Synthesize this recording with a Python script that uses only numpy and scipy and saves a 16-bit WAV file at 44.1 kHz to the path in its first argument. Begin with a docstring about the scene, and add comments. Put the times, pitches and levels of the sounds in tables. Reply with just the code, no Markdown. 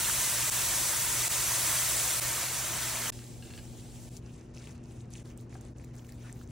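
"""At an outdoor hot grill, then at a table: glaze sizzles close by, a bird is set on a plate and carved.
Bursts in flickering noise make the boiling glaze; single bubbles, snaps and clinks are decaying modes.
Wet friction of knife and gloves is grainy noise gated in strokes; the plate's foot scuffs as gritty noise.
A mains-driven machine hums in wavering sines over outdoor rumble; the level dips briefly at set times."""
import sys
import numpy as np
from scipy import signal
from scipy.fft import rfft, irfft, next_fast_len
from scipy.io import wavfile
from scipy.ndimage import uniform_filter1d

SR = 44100
rng = np.random.default_rng(int(sys.argv[2]) if len(sys.argv) > 2 else 0)


def unload_wav(signal):
    """Save mono or channel-first audio to the path in sys.argv[1] as 16-bit WAV at rate SR, clipped to [-1, 1]."""
    wavfile.write(
        sys.argv[1],
        SR,
        np.round(np.clip(np.atleast_2d(signal).T, -1, 1) * 32767).astype(np.int16),
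    )


def decibels_to_gain(level_db):
    """Convert a level in decibels to a linear amplitude gain (20 dB per decade)."""
    exponent = np.asarray(level_db, float) / 20
    return 10 ** exponent


N = 287080
T = np.arange(N) / SR
SIZE = next_fast_len(N)
HZ = np.maximum(np.arange(SIZE // 2 + 1) * SR / SIZE, 1)

# brief level dips: t/s
DIPS = [0.501, 1.284, 2.201, 3.104, 4.093, 5.231, 5.737]
HUM_SHIFT, GRILL_END, PLATE_END, BRIGHT_START = DIPS[2], DIPS[3], DIPS[4], DIPS[5]  # t/s
DIP_FALL_S, DIP_GAIN, DIP_RISE_S = 0.0015, 0.16, 0.025

# glaze boiling on the grate: t/s, level before the treble change/dB, treble change/dB
SIZZLE = [(0, -30, 1.5), (.49, -29.5, 1), (1.3, -29.5, 0), (1.7, -28.5, -0.5), (2.19, -28.5, -1),
          (2.24, -29, -3), (2.6, -30.5, -3.5), (3.1, -29.5, -5)]
# spectrum of the near sizzle: f/Hz, density level/dB per Hz
SIZZLE_COLOUR = [(200, -40), (330, -12), (430, -13), (660, -4), (825, -9), (960, -1.5), (1100, -4.5),
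                 (2000, -3), (2900, -5.3), (3800, -4), (5200, -4.8), (5800, 0), (8300, 1.5), (10500, -1),
                 (12500, -6), (15500, -3.5)]
# stereo width of the near sizzle: f/Hz, side minus mid level/dB
SIZZLE_SIDE = [(400, -14), (750, -9), (1200, -21), (1800, -28), (2700, -5.5), (3300, -13), (3900, -36),
               (4800, -6), (6000, -8), (9000, -8.5), (15000, -5.5)]
TREBLE_HZ = 2900
# the grill heard from the table, before its closing fade: t/s, level/dB
FAR = [(3.119, -78), (3.124, -51), (3.32, -55), (4.085, -55.5), (4.115, -58), (4.175, -55.5), (4.22, -73)]
# spectrum of the far sizzle: f/Hz, density level/dB per Hz
FAR_COLOUR = [(400, -6.5), (750, 0.5), (1100, -13), (2200, -6.5), (3300, -5), (5000, -4.5), (7500, -0.5),
              (10000, -4.5), (12000, -14), (15500, -9)]
# stereo width of the other noises: f/Hz, side minus mid level/dB
QUIET_SIDE = [(60, -21), (200, -21), (380, -10), (700, 0), (1200, -4), (1900, -13), (2900, -4), (4000, -12),
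              (5000, -5), (7000, -9), (11000, -7), (12500, -4), (15000, -7)]

# single bubbles: least peak over the sizzle level and mean excess, near 3 dB; initial pitch range
POPS, POP_DB, POP_SCATTER_DB, POP_HZ = 420, -5.5, 3, (2210, 13200)
# cycles to fade 60 dB: 2 plus up to this many; half the fractional pitch rise per cycle
POP_EXTRA_CYCLES, POP_GLIDE = 47, 0.0025

# spectrum of the outdoor rumble: f/Hz, density level/dB per Hz
RUMBLE = [(22, -19), (55, 0.5), (90, -5), (125, -0.5), (160, -6), (200, -10), (290, -12), (340, -8),
          (380, -13.5), (630, -23.5), (1000, -31), (1600, -37.5)]
RUMBLE_DB, MAINS_HZ = -48, 60
# bass width of the rumble up to PLATE_END: f/Hz, side minus mid level/dB
GRILL_BASS_SIDE = [(40, -1), (70, -4), (110, -10), (200, -16), (380, -10), (700, -3)]
# mains lines before wavering: multiple of the mains, rms level by the grill/dB, by the table/dB
HUM = [(1, -65, -77), (2, -50, -50), (4, -65, -55.5)]

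# glaze, sticky skin and meat snapping: t/s, nominal peak level/dB, pitch f/Hz, nominal spit level/dB
TICKS = [(0.098, -14.5, 1340, -41), (3.241, -37, 4000, -55), (4.168, -30, 6600, -37),
         (4.1725, -31, 7000, -42), (4.262, -38, 5500, -70), (4.411, -37, 6000, -63), (4.54, -44, 6500, -54),
         (4.567, -36, 5200, -53), (4.574, -34, 2690, -41), (4.5826, -36, 5330, -58),
         (4.599, -41, 5000, -56), (4.641, -40, 2800, -60), (4.6725, -29, 2610, -63),
         (4.765, -50, 7000, -50), (4.779, -45, 6500, -58), (4.839, -41, 7000, -52), (4.857, -45, 4800, -52),
         (5.0065, -40, 3960, -54), (5.056, -50, 6500, -62), (5.105, -44, 10000, -48),
         (5.1372, -29, 6300, -42), (5.154, -30, 3060, -52), (5.3028, -40, 6540, -52),
         (5.376, -34, 8240, -45), (5.41, -46, 8030, -47), (5.495, -43, 6800, -72),
         (5.527, -36.5, 2000, -64), (5.543, -39, 5500, -50), (5.6113, -36, 7340, -42),
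         (5.651, -39, 7600, -62), (5.6834, -50, 4190, -53), (5.7625, -46, 2700, -75),
         (5.784, -40, 7000, -68), (5.7982, -39, 2160, -70), (5.841, -40, 2350, -51),
         (5.846, -37, 7000, -44), (5.954, -39, 6800, -44), (5.965, -39, 8400, -51), (5.986, -39, 7300, -60),
         (5.994, -42, 3200, -70), (6.047, -42, 2600, -49), (6.068, -42, 7000, -54), (6.092, -36, 2170, -56),
         (6.1223, -38, 5000, -38), (6.2957, -34, 1800, -68), (6.327, -29, 7800, -56),
         (6.4132, -35, 1310, -51), (6.4754, -39, 6860, -64)]
# bands of the spit, before and after BRIGHT_START (later clicks brighter, thinner): lower f/Hz, upper f/Hz
SPIT_HZ = [(4000, 11000), (8500, 16000)]
WET_TAIL_DB, WET_TAIL_S = -20, 0.0021  # short rough smear, decay to 1/e

# the plate's foot scuffing over the board: start t/s, end t/s, nominal level/dB
SCUFFS = [(3.12, 3.243, -67), (3.42, 3.61, -66)]
# plate rocking: t/s, ring level/dB, knock level before its band filter/dB, upper over lower twin mode/dB
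CLINKS = [(3.1225, -56, -39, 6), (3.19, -61, -40, 0.1), (3.424, -49.5, -42, 2), (3.455, -61, -48, 3),
          (3.504, -53, -43, -5), (3.537, -53, -40, 0.1), (3.549, -60, -40, -4), (3.577, -57, -39, 0.1),
          (3.587, -54, -42, 8)]
# nominal modes of the plate: f/Hz, relative level/dB, t60 of a clink/s, share of the twin tilt
PLATE = [(1640, -4, 0.085, 0), (2715, -3.5, 0.08, -.5), (2890, -3.5, .07, .5), (4220, -6, 0.07, 0)]

# strokes on meat: start t/s, length t/s, rustle, dull scrape and fine spray level at mid-stroke/dB
STROKES = [(4.207, 0.25, -66.5, -68.5, -76), (4.537, 0.22, -60, -64.5, -72), (4.825, 0.2, -65, -85, -73),
           (5.102, 0.12, -56.5, -72, -72), (5.24, 0.075, -61.5, -64, -70), (5.361, 0.069, -64.5, -71, -70),
           (5.49, 0.11, -64.5, -64, -84), (5.597, 0.11, -65, -66, -80), (5.76, 0.14, -68.5, -72, -77),
           (5.927, 0.12, -67, -66, -69), (6.034, 0.14, -64, -67, -68), (6.172, 0.15, -63, -61.5, -72),
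           (6.326, 0.12, -64, -67.5, -65), (6.48, 0.051, -64.5, -70, -88)]
# hands resting on the meat between strokes: rustle, scrape, spray level/dB
REST_DB = (-78.5, -71.5, -98)
STROKE_ATTACK_S, STROKE_RELEASE_S, STROKE_SWELL_DB = 0.0091, 0.023, 6
# spectrum of the rustle: f/Hz, density level/dB per Hz
RUSTLE_COLOUR = [(2200, -23), (2800, -24), (3600, -7), (4800, -9.5), (6400, -1.5), (7600, -4),
                 (10400, -6.5), (11800, -36)]
# spectrum of the dull scrape: f/Hz, density level/dB per Hz
SCRAPE_COLOUR = [(700, -7), (1200, -10), (1800, -7), (2600, -9.5), (3400, -16), (5000, -16)]
# spectrum of the fine spray: f/Hz, density level/dB per Hz
SPRAY_COLOUR = [(9000, -25), (12000, -6), (14000, 0), (15800, 2.5)]
BLADE_HZ, BLADE_DB = (2470, 3200), -4  # ring of the blade, up to BRIGHT_START

# faint snaps over the strokes: least peak over the rustle, scatter, spit relative to snap
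CRACKLES, CRACKLE_DB, CRACKLE_SCATTER_DB, CRACKLE_TREBLE_DB = 240, 11.5, 1.8, -9
CRACKLE_HZ = (1900, 7500)

# dull bump of the knife handle or a hand: nominal level/dB, pitch f/Hz, t60/s
BUMP = (-48, 760, 0.063)
BUMP_S = 5.553

# level balance of the two ports: f/Hz, left minus right level/dB
BALANCE_DB = [(60, .5), (450, 2.1), (750, 0)]
# the right port hears the treble first: f/Hz, phase by which left leads/rad
PORT_PHASE = [(5000, 0), (6800, -.95), (8000, -.75), (9200, -1.4), (12000, -1.35), (15500, -1.75)]
TOP_HZ = 16000


def over_hz(points):
    """Transfer function: level interpolated over logarithmic frequency, as a gain."""
    hz, db = np.transpose(points)
    return decibels_to_gain(np.interp(np.log(HZ), np.log(hz), db))


def over_time(table):
    """Linear interpolation: every column of a curve at every sample."""
    s, *columns = np.transpose(table)
    return [np.interp(T, s, column) for column in columns]


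def shaped(x, gain):
    """Linear filtering: multiplication of the spectrum by a gain."""
    return irfft(rfft(x, SIZE) * gain, SIZE)[..., :N]


def band_pass(order, hz):
    """Band selection: Butterworth sections between two frequencies."""
    return signal.butter(order, hz, "band", fs=SR, output="sos")


def walk(rate):
    """Slow random modulation: Gaussian levels held 1 / rate s, then averaged twice."""
    k = int(SR / rate)
    held = np.repeat(rng.standard_normal(N // k + 1), k)
    return uniform_filter1d(uniform_filter1d(held, k), k)[:N]


def swarms(x, patchy_db):
    """Clustering of bubbles of one size: narrow patches of pitch swell and fade for some 20 ms."""
    cells = signal.stft(x, nperseg=512)[2]
    patch = uniform_filter1d(rng.standard_normal(cells.shape[1:]), size=3, axis=1)
    gain = decibels_to_gain(patchy_db * patch / np.std(patch))
    return signal.istft(cells * gain, nperseg=512)[1][:, :N]


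def bubbles(colour, side, rate, scatter_db, pop_db, flicker_db, flicker_rate, patchy_db):
    """Shot noise: half-octave bands of hiss, each with its own bursts and flicker; mid (rms 1) and side."""
    out, shared = np.zeros((2, N)), walk(2 * flicker_rate)
    gain = over_hz(colour) * np.array([np.ones(len(HZ)), over_hz(side)])
    centres = 2 ** np.arange(4, 14.5, .5)
    inside = (centres > colour[0][0] * .9) & (centres < colour[-1][0] * 1.2)
    for centre in centres[inside]:
        band = np.cos(np.pi * np.clip(np.log2(HZ / centre), -.5, .5))
        chance, sign, size = rng.random((3, N))
        strength = decibels_to_gain(pop_db - scatter_db * np.log(size + .03))
        burst = (chance < rate / SR) * np.sign(sign - .5) * strength
        # bursts are half as strong in the side, before its width gain
        drive = rng.standard_normal((2, N)) + burst * np.sqrt(SR / centre) * np.array([[1], [.5]])
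        flicker = decibels_to_gain(flicker_db * (walk(flicker_rate) + shared))
        out += shaped(drive, gain * band) * flicker
    out = swarms(out, patchy_db)
    return out / np.std(out[0])


def ring(hz, t60):
    """Damped free vibration: one exponentially decaying mode, pushed over its first cycle."""
    t = T[:SR // 8]
    return np.sin(2 * np.pi * hz * t) * np.exp(-np.log(1000) * t / t60) * np.minimum(t * hz, 1)


def add(out, s, sound):
    """Superposition: mix a short sound in at time s."""
    i = int(s * SR)
    out[:, i:i + sound.shape[-1]] += sound[..., :N - i]


def grill():
    """Boiling as shot noise: near sizzle up to GRILL_END, then the same boiling from further off."""
    near = bubbles(SIZZLE_COLOUR, SIZZLE_SIDE, rate=70., scatter_db=1.5, pop_db=1.5,
                   flicker_db=0.51, flicker_rate=14., patchy_db=2.5)
    far = bubbles(FAR_COLOUR, QUIET_SIDE, rate=50., scatter_db=3.1, pop_db=6.,
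                  flicker_db=1.1, flicker_rate=20., patchy_db=3.)
    level_db, treble_db = over_time(SIZZLE)
    low = shaped(near, 1 / (1 + (HZ / TREBLE_HZ) ** 2))
    near = (low + (near - low) * decibels_to_gain(treble_db)) * decibels_to_gain(level_db)
    closing_fade = np.clip((FAR[-1][0] - T) / 0.034, 0, 1)
    return np.where(T < GRILL_END, near, far * decibels_to_gain(over_time(FAR)[0]) * closing_fade)


def pops():
    """Bubble resonance: larger bubbles burst singly, from dry spits to short rising rings."""
    out, t = np.zeros((2, N)), T[:600]
    for when, size, pitch, pan, life in rng.random((POPS, 5)):
        hz = POP_HZ[0] * (POP_HZ[1] / POP_HZ[0]) ** pitch
        cycles = 2 + POP_EXTRA_CYCLES * life ** 2
        decay = np.exp(-np.log(1000) * t * hz / cycles)
        tone = np.sin(2 * np.pi * hz * t * (1 + POP_GLIDE * hz * t))
        sound = tone * decay * np.minimum(t * hz, 1)
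        gain = decibels_to_gain(POP_DB - POP_SCATTER_DB * np.log(1 - .98 * size))
        # higher pops spread wider
        add(out, when * (GRILL_END - .02), gain * sound * np.array([[1], [pitch * (pan - .5)]]))
    return out * decibels_to_gain(over_time(SIZZLE)[0])


def outdoors():
    """Broadband rumble and harmonic hum: noise, wider in the bass at first, and wavering mains lines."""
    rumble = decibels_to_gain(RUMBLE_DB) * bubbles(RUMBLE, [(100, 0)], rate=0., scatter_db=0., pop_db=0.,
                                      flicker_db=0.83, flicker_rate=9.4, patchy_db=1.0)
    wide, narrow = [shaped(rumble[1], over_hz(side)) for side in (GRILL_BASS_SIDE, QUIET_SIDE)]
    drift = 0.1 * walk(5.)  # rad
    hum = np.zeros(N)
    for k, grill_db, table_db in HUM:
        level_db = np.interp(T, [HUM_SHIFT, GRILL_END], [grill_db, table_db]) + 0.8 * walk(15.0)
        hum += np.sqrt(2) * decibels_to_gain(level_db) * np.sin(round(k) * (2 * np.pi * MAINS_HZ * T + drift))
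    return np.array([rumble[0] + hum, np.where(T < PLATE_END, wide, narrow)])


def ticks():
    """Impulsive excitation: each snap rings a few rough cycles, with overtone, thud and bright spit."""
    out, rows, t = np.zeros((2, N)), TICKS + crackles(), T[:SR // 8]
    bright = [band_pass(2, hz) for hz in SPIT_HZ]
    for (s, db, hz, treble_db), noise in zip(rows, rng.standard_normal((len(rows), SR // 8))):
        rough = 1 + 0.26 * uniform_filter1d(noise, size=14)
        snap = ring(hz, 5.1 / hz + 0.0009) * rough
        snap = snap + 0.12 * ring(min(2.1 * hz, 9000.), 8.7 / hz)  # overtone
        snap = snap + 0.27 * ring(hz / 2, 3.6 / hz)  # thud
        onset = snap[:64]
        smear = np.convolve(noise[::-1] * np.exp(-t / WET_TAIL_S), onset)[:SR // 8]
        snap = snap + decibels_to_gain(WET_TAIL_DB) * smear / np.linalg.norm(onset)
        spit = signal.sosfilt(bright[int(s > BRIGHT_START)], noise * np.exp(-t / 0.0006))
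        pan = np.array([[1], [0.56 * np.tanh(noise[0])]])
        add(out, s, (decibels_to_gain(db) * snap + decibels_to_gain(treble_db) * spit) * pan)
    return out


def scuffs():
    """Friction excitation: gritty rubbing keeps the plate's modes faintly alive."""
    grit = rng.standard_normal(N) * decibels_to_gain(4.5 * walk(150.))
    body = signal.sosfilt(band_pass(2, [900, 5000]), grit)
    # the modes decay twice as fast as in a clink
    modes = sum(decibels_to_gain(db) * ring(hz, t60 / 2) for hz, db, t60, _ in PLATE)
    rings = signal.fftconvolve(grit, modes)[:N]
    gain = sum(decibels_to_gain(db) * np.clip(np.minimum(T - a, b - T) / 0.017, 0, 1) for a, b, db in SCUFFS)
    return gain * (body / np.std(body) + 0.74 * rings / np.std(rings)) * np.array([[1], [.05]])


def plate():
    """Modal impact: every rock is a short rough knock that strikes the modes with new strengths."""
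    out = np.zeros((2, N))
    knock_band = band_pass(2, [1200, 4900])
    for row, noise in zip(CLINKS, rng.standard_normal((len(CLINKS), SR // 8))):
        s, ring_db, knock_db, twin_db = row
        clink = np.zeros(SR // 8)
        for (hz, db, t60, share), r in zip(PLATE, noise):
            strength = decibels_to_gain(db + share * twin_db + 1.5 * np.tanh(r))
            clink += strength * ring(hz * (1 + 0.01 * r), t60)
        knock = signal.sosfilt(knock_band, noise * np.exp(-T[:SR // 8] / 0.0028))
        add(out, s, (decibels_to_gain(ring_db) * clink + decibels_to_gain(knock_db) * knock) * np.array([[1], [.05]]))
    return out


def strokes():
    """Addition of powers: gains of rustle, scrape and spray; a stroke bites, swells and lets go."""
    power = np.outer(decibels_to_gain(np.array(REST_DB)) ** 2, T > STROKES[0][0] - STROKE_RELEASE_S)
    for s, length, *db in STROKES:
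        t = T - s
        swell = decibels_to_gain(STROKE_SWELL_DB * (np.sin(np.pi * np.clip(t / length, 0, 1)) - 1))
        release = np.exp(-np.maximum(t - length, 0) / STROKE_RELEASE_S)
        shape = np.clip(t / STROKE_ATTACK_S, 0, 1) * swell * release
        power = power + np.outer(decibels_to_gain(np.array(db)), shape) ** 2
    return np.sqrt(power)


def carving():
    """Friction noise: wet strokes of a rustle, a duller scrape and a fine spray, grainier than the sizzle."""
    rustle_gain, scrape_gain, spray_gain = strokes()
    rustle = bubbles(RUSTLE_COLOUR, QUIET_SIDE, rate=200., scatter_db=3.0, pop_db=10.0,
                     flicker_db=2.5, flicker_rate=56.0, patchy_db=0.0)
    scrape = bubbles(SCRAPE_COLOUR, QUIET_SIDE, rate=110., scatter_db=-0.5, pop_db=4.5,
                     flicker_db=2.5, flicker_rate=32.0, patchy_db=3.0)
    spray = bubbles(SPRAY_COLOUR, QUIET_SIDE, rate=110., scatter_db=3.1, pop_db=8.,
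                    flicker_db=2.5, flicker_rate=30., patchy_db=3.)
    blade = signal.sosfilt(band_pass(1, BLADE_HZ), scrape)
    rustle = rustle + decibels_to_gain(BLADE_DB) * blade * (T < BRIGHT_START)
    return rustle * rustle_gain + scrape * scrape_gain + spray * spray_gain


def crackles():
    """Random point process: rows of faint snaps, their level following the rustle under way."""
    when, size, pitch = rng.random((CRACKLES, 3)).T
    s = STROKES[0][0] + when * (T[-1] - STROKES[0][0])
    rustle_db = 20 * np.log10(np.interp(s, T, strokes()[0]))
    db = rustle_db + CRACKLE_DB - CRACKLE_SCATTER_DB * np.log(1 - size)
    hz = CRACKLE_HZ[0] * (CRACKLE_HZ[1] / CRACKLE_HZ[0]) ** pitch
    return list(zip(s, db, hz, db + CRACKLE_TREBLE_DB))


def bump():
    """Damped impact: a low rough ring and a weaker one above it."""
    db, hz, t60 = BUMP
    out = np.zeros((2, N))
    rough = 1 + 4.3 * uniform_filter1d(rng.standard_normal(SR // 8), size=30)
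    knock = rough * (ring(hz, t60) + 0.31 * ring(2.1 * hz, t60))
    add(out, BUMP_S, decibels_to_gain(db) * knock * np.array([[1], [.2]]))
    return out


def scene():
    """Linear superposition: mid and side of all sources become left and right."""
    mid, side = grill() + pops() + outdoors() + ticks() + scuffs() + plate() + carving() + bump()
    return np.array([mid + side, mid - side])


def band_limit(x):
    """A steep low-pass at the top of the band."""
    return signal.sosfilt(signal.butter(12, 17090, fs=SR, output="sos"), x)


def record(dry):
    """Two-port reception: ports differ in level and treble phase; the top is cut, the level dips briefly."""
    ports = over_hz(BALANCE_DB) * np.exp(1j * np.interp(HZ, *np.transpose(PORT_PHASE)))
    split = ports ** np.array([[.5], [-.5]])  # half of the difference to each port
    top_cut = np.clip((TOP_HZ - HZ) / 250, 0, 1) ** 2
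    mix = shaped(dry, split * top_cut)
    for dip in DIPS:
        mix = mix * np.interp(T - dip, [-DIP_FALL_S, 0, DIP_RISE_S], [1, DIP_GAIN, 1])
    return band_limit(mix)


dry = scene()
out = record(dry)
unload_wav(out)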